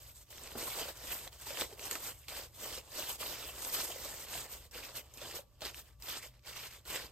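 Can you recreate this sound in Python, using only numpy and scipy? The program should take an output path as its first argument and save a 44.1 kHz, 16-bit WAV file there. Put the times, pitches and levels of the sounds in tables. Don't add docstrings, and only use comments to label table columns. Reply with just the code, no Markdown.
import sys
import numpy as np
from scipy import signal
from scipy.fft import rfft, irfft, next_fast_len
from scipy.io import wavfile
from scipy.ndimage import uniform_filter1d

SR = 44100
rng = np.random.default_rng(int(sys.argv[2]) if len(sys.argv) > 2 else 0)


def volts(x):
    e = np.asarray(x, float) / 20
    return 10 ** e


def unload_audio(sound):
    columns = np.transpose(np.atleast_2d(sound))
    steps = np.round(np.clip(columns, -1, 1) * 32767)
    wavfile.write(sys.argv[1], SR, steps.astype(np.int16))


N = 313551
PAD = next_fast_len(N + SR // 2)
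HZ = np.maximum(np.fft.rfftfreq(PAD, 1 / SR), 1)

# frequency in Hz, level in dB per Hz.
RUMBLE_COLOUR = [(15, -18), (30, -15), (48, 5), (65, 5.5), (85, -3), (120, -3.5), (160, -17.5),
                 (300, -22.5), (600, -48), (1200, -37), (2000, -45), (5400, -36), (9000, -42),
                 (16000, -33.5)]
# frequency in Hz, level in dB rms.
HUM_TONES = [(120.9, -71.5), (63.3, -79), (590, -84.5), (1160, -86), (5400, -91)]

# start in seconds, length in seconds, level in dB, brightness in dB.
DRAGS = [(0.009,0.11,-61,2.5), (0.159,0.069,-65,5.5), (0.581,0.23,-49,2.5), (0.887,0.021,-46.5,-0.5),
         (1.103,0.025,-52,-10), (1.331,0.034,-59.5,1), (1.469,0.051,-47,-1.5), (2.15,0.13,-66,2),
         (2.5,0.097,-75,3), (2.635,0.15,-47,-0.9), (3.209,0.14,-44,0), (3.374,0.12,-50,0),
         (3.742,0.11,-44,1.5), (3.874,0.37,-50.5,3), (4.049,0.017,-48,-1), (4.61,0.056,-63,2.5),
         (4.83,0.082,-51,-4), (4.75,0.054,-47.5,-2), (5.035,0.23,-68,-3), (5.218,0.16,-49,-4.5),
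         (5.357,0.025,-50.5,6), (6.036,0.073,-53.5,-1), (6.087,0.097,-44,-4), (6.23,0.041,-53,0),
         (6.473,0.059,-48,-2.5), (6.562,0.11,-46.5,-4), (6.713,0.054,-55.5,-0.5), (6.994,0.066,-49,-2)]
# start in seconds, length in seconds, level in dB, brightness in dB.
GRABS = [
    (0.304, 0.13, -60.5, 3.5),
    (2.283, 0.052, -49, -0.5),
    (5.174, 0.04, -56, -0.5),
    (5.14, 0.03, -64, 2),
    (4.712, 0.03, -63, 3),
    (1.913, 0.016, -45, 3),
    (6.854, 0.04, -57, 0),
    (6.0, 0.02, -68, 3),
]
# peak time in seconds, rise in seconds, fall in seconds, peak level in dB, brightness in dB.
TUGS = [(0.45,0.17,0.46,-54,-2.5), (0.81,0.11,0.083,-43.5,0), (1.115,0.16,0.15,-47.5,1.5),
        (1.504,0.11,0.016,-52.5,4.5), (1.613,0.081,0.037,-40,-0.5), (1.733,0.17,0.048,-58.5,0),
        (1.856,0.071,0.084,-47,1.6), (1.96,0.095,0.024,-48.5,-0.5), (2.072,0.1,0.049,-45,1),
        (2.38,0.086,0.078,-45.5,-1.5), (2.621,0.076,0.045,-52.5,2.5), (2.932,0.18,0.01,-59.5,0),
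        (2.988,0.063,0.074,-42.5,1), (3.095,0.038,0.062,-45.5,3.5), (3.64,0.21,0.22,-49,2),
        (4.353,0.081,0.11,-43.5,-1), (4.525,0.043,0.062,-51,3), (4.97,0.031,0.033,-45.5,-0.5),
        (5.613,0.0025,0.07,-49.5,-4), (5.656,0.022,0.044,-40.5,-5), (5.796,0.066,0.017,-53,2.5),
        (5.879,0.075,0.053,-65.5,-1.5), (6.35,0.037,0.039,-67,-8), (6.96,0.086,0.036,-41,-2),
        (0.27,0.03,0.025,-78.5,12), (0.965,0.011,0.032,-64,5), (1.42,0.03,0.03,-57,3),
        (2.83,0.018,0.05,-68,-6), (3.15,0.018,0.017,-57,-3), (3.75,0.052,0.023,-46.5,6),
        (3.805,0.05,0.035,-41.5,0.5), (4.29,0.015,0.03,-67,1), (4.85,0.03,0.058,-54.5,4),
        (5.56,0.11,0.026,-76.5,-3), (6.79,0.02,0.033,-65.5,-5), (6.905,0.03,0.02,-46,-2),
        (7.09,0.02,0.03,-64,-5)]
# time in seconds, flap level in dB against the crackle.
FOLDS_OVER_TIME = [(0, -8), (.3, -5.5), (.6, 1.5), (1, -2.5), (1.4, -4), (1.8, 0), (2.2, -5), (2.6, -2),
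                   (3, -2.5), (3.4, -2), (3.9, -1.5), (4.4, -2.5), (4.798, -3), (5.301, -2), (5.7, -3.5),
                   (6.1, -5), (6.6, -7.5), (7.11, -1.5)]
# time in seconds, pleat level in dB against the crackle.
PLEATS_OVER_TIME = [(0, -16), (.32, -15), (.6, -10), (1.12, -6.5), (1.45, -12), (1.95, -10), (2.3, -10),
                    (2.7, -11), (3.17, -12), (3.66, -12.5), (4.1, -10), (4.55, -11), (5.0, -12.5),
                    (5.4, -14), (5.75, -11), (6.12, -8.5), (6.58, -8.5), (7.11, -10.5)]

# frequency in Hz, level in dB per Hz.
FLAP_COLOUR = [(110, -9), (200, -9.5), (330, -3), (540, 1), (800, -4), (1100, -4.5), (1800, -22.5)]
PLEAT_COLOUR = [(600, -26), (1000, -3.5), (1500, 1), (2100, -1.5), (2700, -8.5), (3500, -40)]
CRACKLE_COLOUR = [(500, -27), (1000, -15.5), (1500, -11.5), (2200, -6), (3000, 2), (4000, -1.5), (5200, -2),
                  (8000, -29.5)]
FIZZ_COLOUR = [(3000, -19), (4200, -9.5), (5200, -3.5), (6500, 2.5), (8000, 4.5), (10000, -2.5),
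               (11500, -10), (14000, -8.5)]
SHEEN_COLOUR = [(8000, -16.5), (10500, 0), (12000, -6.5), (14000, 4), (15800, -2), (17000, -10)]

# time in seconds, peak in dB, pitch in Hz, wide crack in dB against the ring.
SNAPS = [(0.304, -57, 6150, 0), (0.3282, -40, 2950, -4), (0.4359, -34.5, 7200, -12),
         (0.7942, -32, 2980, -15), (1.276, -29.5, 3870, 2), (1.4656, -50, 2600, 6),
         (1.5542, -39, 2980, -10), (1.6105, -24.5, 3330, -21), (1.726, -46, 6020, 6),
         (1.7936, -30.5, 2580, 3), (1.913, -33, 8500, -23), (1.9533, -24.5, 1500, 1),
         (2.2835, -33.5, 4360, -1), (2.705, -36, 3020, -3), (2.9178, -38, 7320, -1.5),
         (3.0907, -41, 7630, -7), (3.2126, -44, 2660, 11), (3.648, -26.5, 7570, 7), (4.0402, -50, 3200, -4),
         (4.711, -45, 6300, -15), (0.786, -33, 3000, 3), (5.138, -39.5, 8800, -15), (5.369, -33, 3900, -6),
         (5.6186, -26, 3930, -6), (5.6512, -30, 4400, -9), (5.9993, -64, 7370, 2), (6.023, -35, 4420, 11),
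         (6.0862, -46, 7400, 1), (6.47, -52, 2920, 7), (6.8553, -52, 1940, 8)]
# time in seconds, peak in dB, pitch in Hz.
TICKS = [(0.4743, -32, 3000), (1.5723, -26, 3130), (1.9118, -21, 8500), (3.157, -40, 7500),
         (4.2857, -33, 8170), (5.1736, -40, 4000), (5.2164, -33, 3300), (5.7448, -33, 2600),
         (6.3934, -50, 3000), (0.381, -36, 3600), (0.518, -41, 3300), (5.3128, -33, 3930),
         (6.34, -58, 2500), (6.4248, -58, 4000), (6.4377, -54, 3000), (6.508, -39, 7000),
         (0.3765, -42, 6910), (0.6255, -34, 6500), (0.9567, -42, 7900), (0.972, -43, 7000),
         (1.4726, -37, 8700), (1.506, -34, 2500), (1.6018, -29, 2820), (1.7774, -43, 2380),
         (1.8347, -36, 2950), (2.3196, -36, 2000), (2.365, -36, 2600), (2.487, -56, 5000),
         (2.9766, -31, 8090), (3.105, -30, 7600), (3.232, -31, 2800), (3.289, -32, 3500),
         (3.5838, -40, 4410), (3.7484, -26, 4270), (3.80, -28, 3300), (4.3415, -34, 3680),
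         (4.537, -38, 4000), (4.9536, -39, 3580), (5.325, -37, 2300), (5.6082, -38, 2960),
         (5.691, -37, 2500), (5.926, -58, 7500), (6.128, -35, 2500), (6.157, -37, 3500), (6.561, -38, 2710),
         (6.762, -49, 5500), (6.908, -37, 2600), (7.02, -39, 3500), (1.905, -37, 4000), (1.9545, -27, 2200),
         (3.6491, -31, 3000), (1.62, -27, 1300), (6.96, -31, 2500), (0.3282, -40, 1500)]
# time in seconds, peak in dB, pitch in Hz, ring in cycles.
KNOCKS = [(0.57, -39, 214, 7), (0.553, -31, 226, 7.2), (0.625, -33, 395, 6.1), (0.853, -35, 580, 11),
          (1.038, -41, 420, 5.1), (1.27, -38.5, 686, 5.2), (1.466, -40.5, 910, 30), (1.572, -39, 990, 8),
          (1.615, -40, 180, 2.6), (1.615, -28, 453, 6.3), (1.794, -41.5, 380, 11), (1.913, -39.5, 377, 11),
          (1.95, -38.5, 370, 8.1), (2.319, -38.5, 730, 13), (2.37, -41, 560, 10), (2.775, -37.5, 522, 9.3),
          (2.991, -35, 550, 33), (3.093, -39, 940, 17), (3.225, -34, 970, 17), (0.81, -37, 420, 9.1),
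          (3.898, -37.5, 650, 18), (3.957, -37.5, 506, 5.8), (4.35, -37.5, 706, 14), (4.753, -43, 480, 21),
          (5.214, -39, 580, 20), (5.387, -38.5, 547, 18), (5.619, -32.5, 510, 11), (5.653, -37, 360, 8.7),
          (0.6, -43, 450, 8), (6.902, -49, 460, 11), (0.473, -46, 525, 7.2), (0.514, -45, 999, 8),
          (0.582, -42, 330, 5.8), (0.674, -37, 1090, 10), (0.77, -42, 560, 8.4), (0.795, -36.5, 615, 7.8),
          (0.82, -37, 700, 14), (0.9, -40, 600, 8), (1.125, -39, 1120, 14), (1.504, -36.5, 554, 16),
          (1.723, -42.5, 418, 14), (1.955, -36.5, 1280, 11), (2.66, -42, 950, 10), (3.204, -44, 1130, 8),
          (3.323, -47, 533, 10), (4.05, -40, 600, 14), (5.338, -42, 573, 18), (5.365, -40, 520, 13),
          (6.255, -48, 600, 11), (7.085, -54, 407, 8)]

# frequency in Hz, lead in radians.
PORT_LEAD = [(60, 0), (450, -.45), (1800, -.2), (2300, -.3), (3000, -1), (4200, -1.4), (6000, -1.6),
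             (7400, -.3), (8500, .3), (9700, 2.7), (11000, 3.4), (11900, 6), (13100, 6.55), (14500, 9),
             (15800, 9.6)]
# frequency in Hz, share from 0 to 1.
DIRECT_SHARE = [(60, .94), (300, .87), (1500, .85), (2300, .87), (3000, .68), (5000, .42), (6800, .65),
                (7600, .9), (10000, .92), (12500, .91), (15000, .88)]
# frequency in Hz, left over right in dB.
PORT_TILT = [(60, 1.5), (110, -2.5), (200, -1), (380, 0.5), (700, -1.5), (1290, -2.5), (2380, 1),
             (4400, -3), (8120, -2), (15000, 0.5)]

BAND_EDGES = np.r_[40:96:8, 96:144:12, 144, 160, 176, 196, 216, 240, 264, 292, 320:737:32]
# frequency in Hz, gap in dB.
WEAKER_GAP = [(1500, 15), (2300, 11), (4000, 8), (7000, 8), (9000, 7), (11500, 8), (14000, 7), (15500, 9)]
# frequency in Hz, level in dB against the band.
FAINT_LIMIT = [(800, -30), (1400, -8), (2000, -5.5), (2600, -4.8), (6000, -4.5), (7500, -6), (9000, -5.5),
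               (11500, -5), (12500, -7), (15000, -6.5)]


def rms_one(x):
    return x / np.sqrt(np.mean(x ** 2) + 1e-20)


def at_hz(points, hz=HZ):
    points = np.array(points)
    return np.interp(np.log(hz), np.log(np.maximum(points[:, 0], 1)), points[:, 1])


def over_time(points):
    return np.interp(np.arange(N) / SR, *np.transpose(points))


def coloured(x, spectrum):
    bins = rfft(x, PAD)
    centres = np.geomspace(20, SR / 2, 60)
    band = np.searchsorted(centres, HZ).clip(0, len(centres) - 1)
    power = np.bincount(band, abs(bins) ** 2) / np.maximum(np.bincount(band), 1)
    flat = bins / np.sqrt(np.interp(np.log(HZ), np.log(centres), power) + 1e-12)
    one = rms_one(irfft(flat * volts(at_hz(spectrum)), PAD)[:N])
    return np.array([np.roll(one, k * N // 3) for k in range(3)])


def drift(rate):
    r = np.exp(-80 * np.pi * rate / SR)
    noise = rng.standard_normal(N // 40 + 2002)
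    slow = signal.lfilter([1], [1, -2 * r, r * r], noise)[2000:]
    return np.interp(np.arange(N) / 40, np.arange(len(slow)), rms_one(slow))


def ring(clicks, hz, cycles):
    r = volts(-60 * hz / (cycles * SR))
    w = 2 * np.pi * hz / SR
    return signal.lfilter([0, np.sin(w)], [1, -2 * r * np.cos(w), r * r], clicks + 1e-18)


def room_tone():
    air_db = -61.53 + 0.42 * drift(15.0)
    air = volts(air_db) * coloured(rng.standard_normal(N), RUMBLE_COLOUR)
    t = np.arange(N) / SR
    hum = 0
    for hz, db in HUM_TONES:
        level = np.sqrt(2) * volts(db + 1.5 * drift(8.9))
        waver = 0.065 * np.sqrt(hz / 60) * drift(17)
        hum = hum + level * np.sin(2 * np.pi * hz * t + waver)
    return air + hum * np.array([[1], [1], [-1]])


def handling():
    attack_s, grab_attack_s, release_s = 0.09, 0.012, 0.13
    rest_db = -85
    shapes = []
    for rows, attack in ((DRAGS, attack_s), (GRABS, grab_attack_s)):
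        for s, length, db, bright in rows:
            shapes.append(([s, s + length], [db, db - 3], bright, attack))
    for s, rise, fall, db, bright in TUGS:
        shapes.append(([s - abs(rise), s, s + fall], [db - 12.5, db, db - 9.5], bright, attack_s))

    t = np.arange(0, N + 32, 32) / SR
    power, weighted = volts(2 * rest_db), 0
    for times, levels, bright, attack in shapes:
        times = [times[0] - 2 * attack, *times, times[-1] + 2 * release_s]
        levels = [levels[0] - 120, *levels, levels[-1] - 120]
        part = volts(2 * np.interp(t, times, levels))
        power = power + part
        weighted = weighted + bright * part
    crackle_db = 10 * np.log10(power)
    return over_time([*zip(t, crackle_db)]), over_time([*zip(t, weighted / power)])


def buckles(per_s, clump_db, size_db, patchy_db, low_hz, high_hz, cycles, count):
    born = rng.random(N) < per_s * volts(clump_db * drift(35)) / SR
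    strength = volts(size_db * np.minimum(rng.exponential(1, N), 3.6))
    clicks = strength * rng.choice([-1, 1], N) * born
    dealt = rng.integers(0, count, N)
    out = 0
    for k, hz in enumerate(np.geomspace(low_hz, high_hz, count)):
        come_and_go = volts(patchy_db * drift(10.0))
        out = out + ring(clicks * (dealt == k) * come_and_go, hz, cycles)
    return out


def rustle():
    crackle_db, bright_db = handling()
    small = buckles(7000, clump_db=2.5, size_db=3, patchy_db=3.6,
                    low_hz=900, high_hz=9500, cycles=24, count=22)
    tiny = buckles(12000, clump_db=1.5, size_db=2, patchy_db=3.5,
                   low_hz=7300, high_hz=15800, cycles=5.3, count=5)
    broad = buckles(1200, clump_db=2.5, size_db=0, patchy_db=-0.7,
                    low_hz=180, high_hz=1526, cycles=4.8, count=8)

    crackle = coloured(small, CRACKLE_COLOUR)
    pleats = volts(over_time(PLEATS_OVER_TIME)) * coloured(small, PLEAT_COLOUR)
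    fizz = volts(1.05 * bright_db - 1.1) * coloured(small + 1.84 * tiny, FIZZ_COLOUR)
    sheen = volts(1.25 * bright_db + 2.0) * coloured(tiny, SHEEN_COLOUR)
    flap_db = over_time(FOLDS_OVER_TIME) - 0.21 * (crackle_db + 49)
    flap = volts(flap_db - 0.4) * coloured(broad, FLAP_COLOUR)

    jerks_db = 0.65 * drift(28) + 0.23 * drift(120)
    return volts(crackle_db + jerks_db - 2.0) * (crackle + pleats + fizz + sheen + flap)


def struck(events, slip_s, level_db, t60):
    span = SR // 10
    out = np.zeros((3, N + SR))
    age = np.arange(span) / SR
    for s, peak_db, hz, cycles, crack_db in events:
        push = rng.standard_normal(span) * age * np.exp(-2 * age / slip_s)
        crack = signal.lfilter([1, -2, 1], [1, -1.6, .64], push)
        body = np.diff(ring(push, hz, max(cycles, 2)), prepend=0)
        one = body / abs(body).max() + volts(crack_db) * crack / abs(crack).max()
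        tails = rng.standard_normal((2, span)) * volts(-60 * age / t60)
        tails = tails / np.sqrt(np.sum(tails ** 2) / 2)
        echoes = signal.fftconvolve(tails, one[None], axes=1)[:, :span]
        gain = volts(peak_db + level_db) / (1 + volts(crack_db))
        at = round(s * SR)
        out[:, at:at + span] += gain * np.vstack([one, echoes])
    return out[:, :N]


def crease_snaps():
    events = [(s, db, hz, 5, crack_db) for s, db, hz, crack_db in SNAPS]
    return struck(events, slip_s=0.0013, level_db=3, t60=0.05)


def sharp_ticks():
    events = [(*row, 3, 0) for row in TICKS]
    return struck(events, slip_s=0.0003, level_db=7, t60=0.03)


def finger_knocks():
    events = [(*row, -22) for row in KNOCKS]
    return struck(events, slip_s=0.0056, level_db=-1.5, t60=0.24)


def ports(x):
    bins = rfft(x, PAD)
    share = np.clip(at_hz(DIRECT_SHARE), 0, 1)
    sign = np.array([[1], [-1]])
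    direct = np.sqrt(share) * np.exp(.5j * sign * at_hz(PORT_LEAD)) * bins[0]
    scattered = np.sqrt(1 - share) * bins[1:]
    tilt = volts(.5 * sign * at_hz(PORT_TILT))
    return irfft((direct + scattered) * tilt, PAD)[:, :N]


def scene():
    bed = room_tone() + rustle()
    return ports(bed + crease_snaps() + sharp_ticks() + finger_knocks())


def thin_faint_lines(x, jump_db):
    hop, lead = 1024, 1024 - 42
    first = BAND_EDGES[0]
    n, line = np.arange(2 * hop) + .5, np.arange(BAND_EDGES[-1]) + .5
    window = np.sin(np.pi * n / (2 * hop))
    basis = window[:, None] * np.cos(np.pi / hop * np.outer(n + hop / 2, line))

    count = (N + lead) // hop + 2
    both = np.pad([x[0] + x[1], x[0] - x[1]], ((0, 0), (lead, count * hop - N - lead)))
    both = both.reshape(2, count, hop) / 2
    lines = np.concatenate([both[:, :-1], both[:, 1:]], axis=2) @ basis

    widths, band_hz = np.diff(BAND_EDGES), BAND_EDGES[:-1] * SR / (2 * hop)
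    band_power = np.add.reduceat(lines ** 2, BAND_EDGES[:-1], axis=2) / widths
    level_db = 10 * np.log10(band_power + 1e-20)
    total_db = 10 * np.log10(np.sum(lines[..., BAND_EDGES[4]:] ** 2, axis=(0, 2)) + 1e-20)
    steady = (abs(np.diff(total_db, prepend=total_db[0])) < jump_db)[:, None]

    weak = (level_db[::-1] - level_db > at_hz(WEAKER_GAP, band_hz)) & steady
    least_db = (level_db.max(axis=0) + level_db) / 2 + at_hz(FAINT_LIMIT, band_hz)
    least = volts(least_db) * steady
    upper = lines[..., first:]
    patch = np.sqrt(uniform_filter1d(upper ** 2, size=3, axis=2).clip(0))
    heard = np.repeat(~weak, widths, axis=2) & (patch > np.repeat(least, widths, axis=2))
    lines[..., first:] = upper * heard

    frames = lines @ basis.T * 2 / hop
    joined = (frames[:, 1:, :hop] + frames[:, :-1, hop:]).reshape(2, -1)
    mid, side = [np.pad(v, (hop - lead, hop))[:N] for v in joined]
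    return np.array([mid + side, mid - side])


def low_pass(x):
    return signal.sosfilt(signal.butter(12, 16500, fs=SR, output="sos"), x)


def record(dry):
    mix = thin_faint_lines(dry, jump_db=8)
    return low_pass(mix)


dry = scene()
out = record(dry)
unload_audio(out)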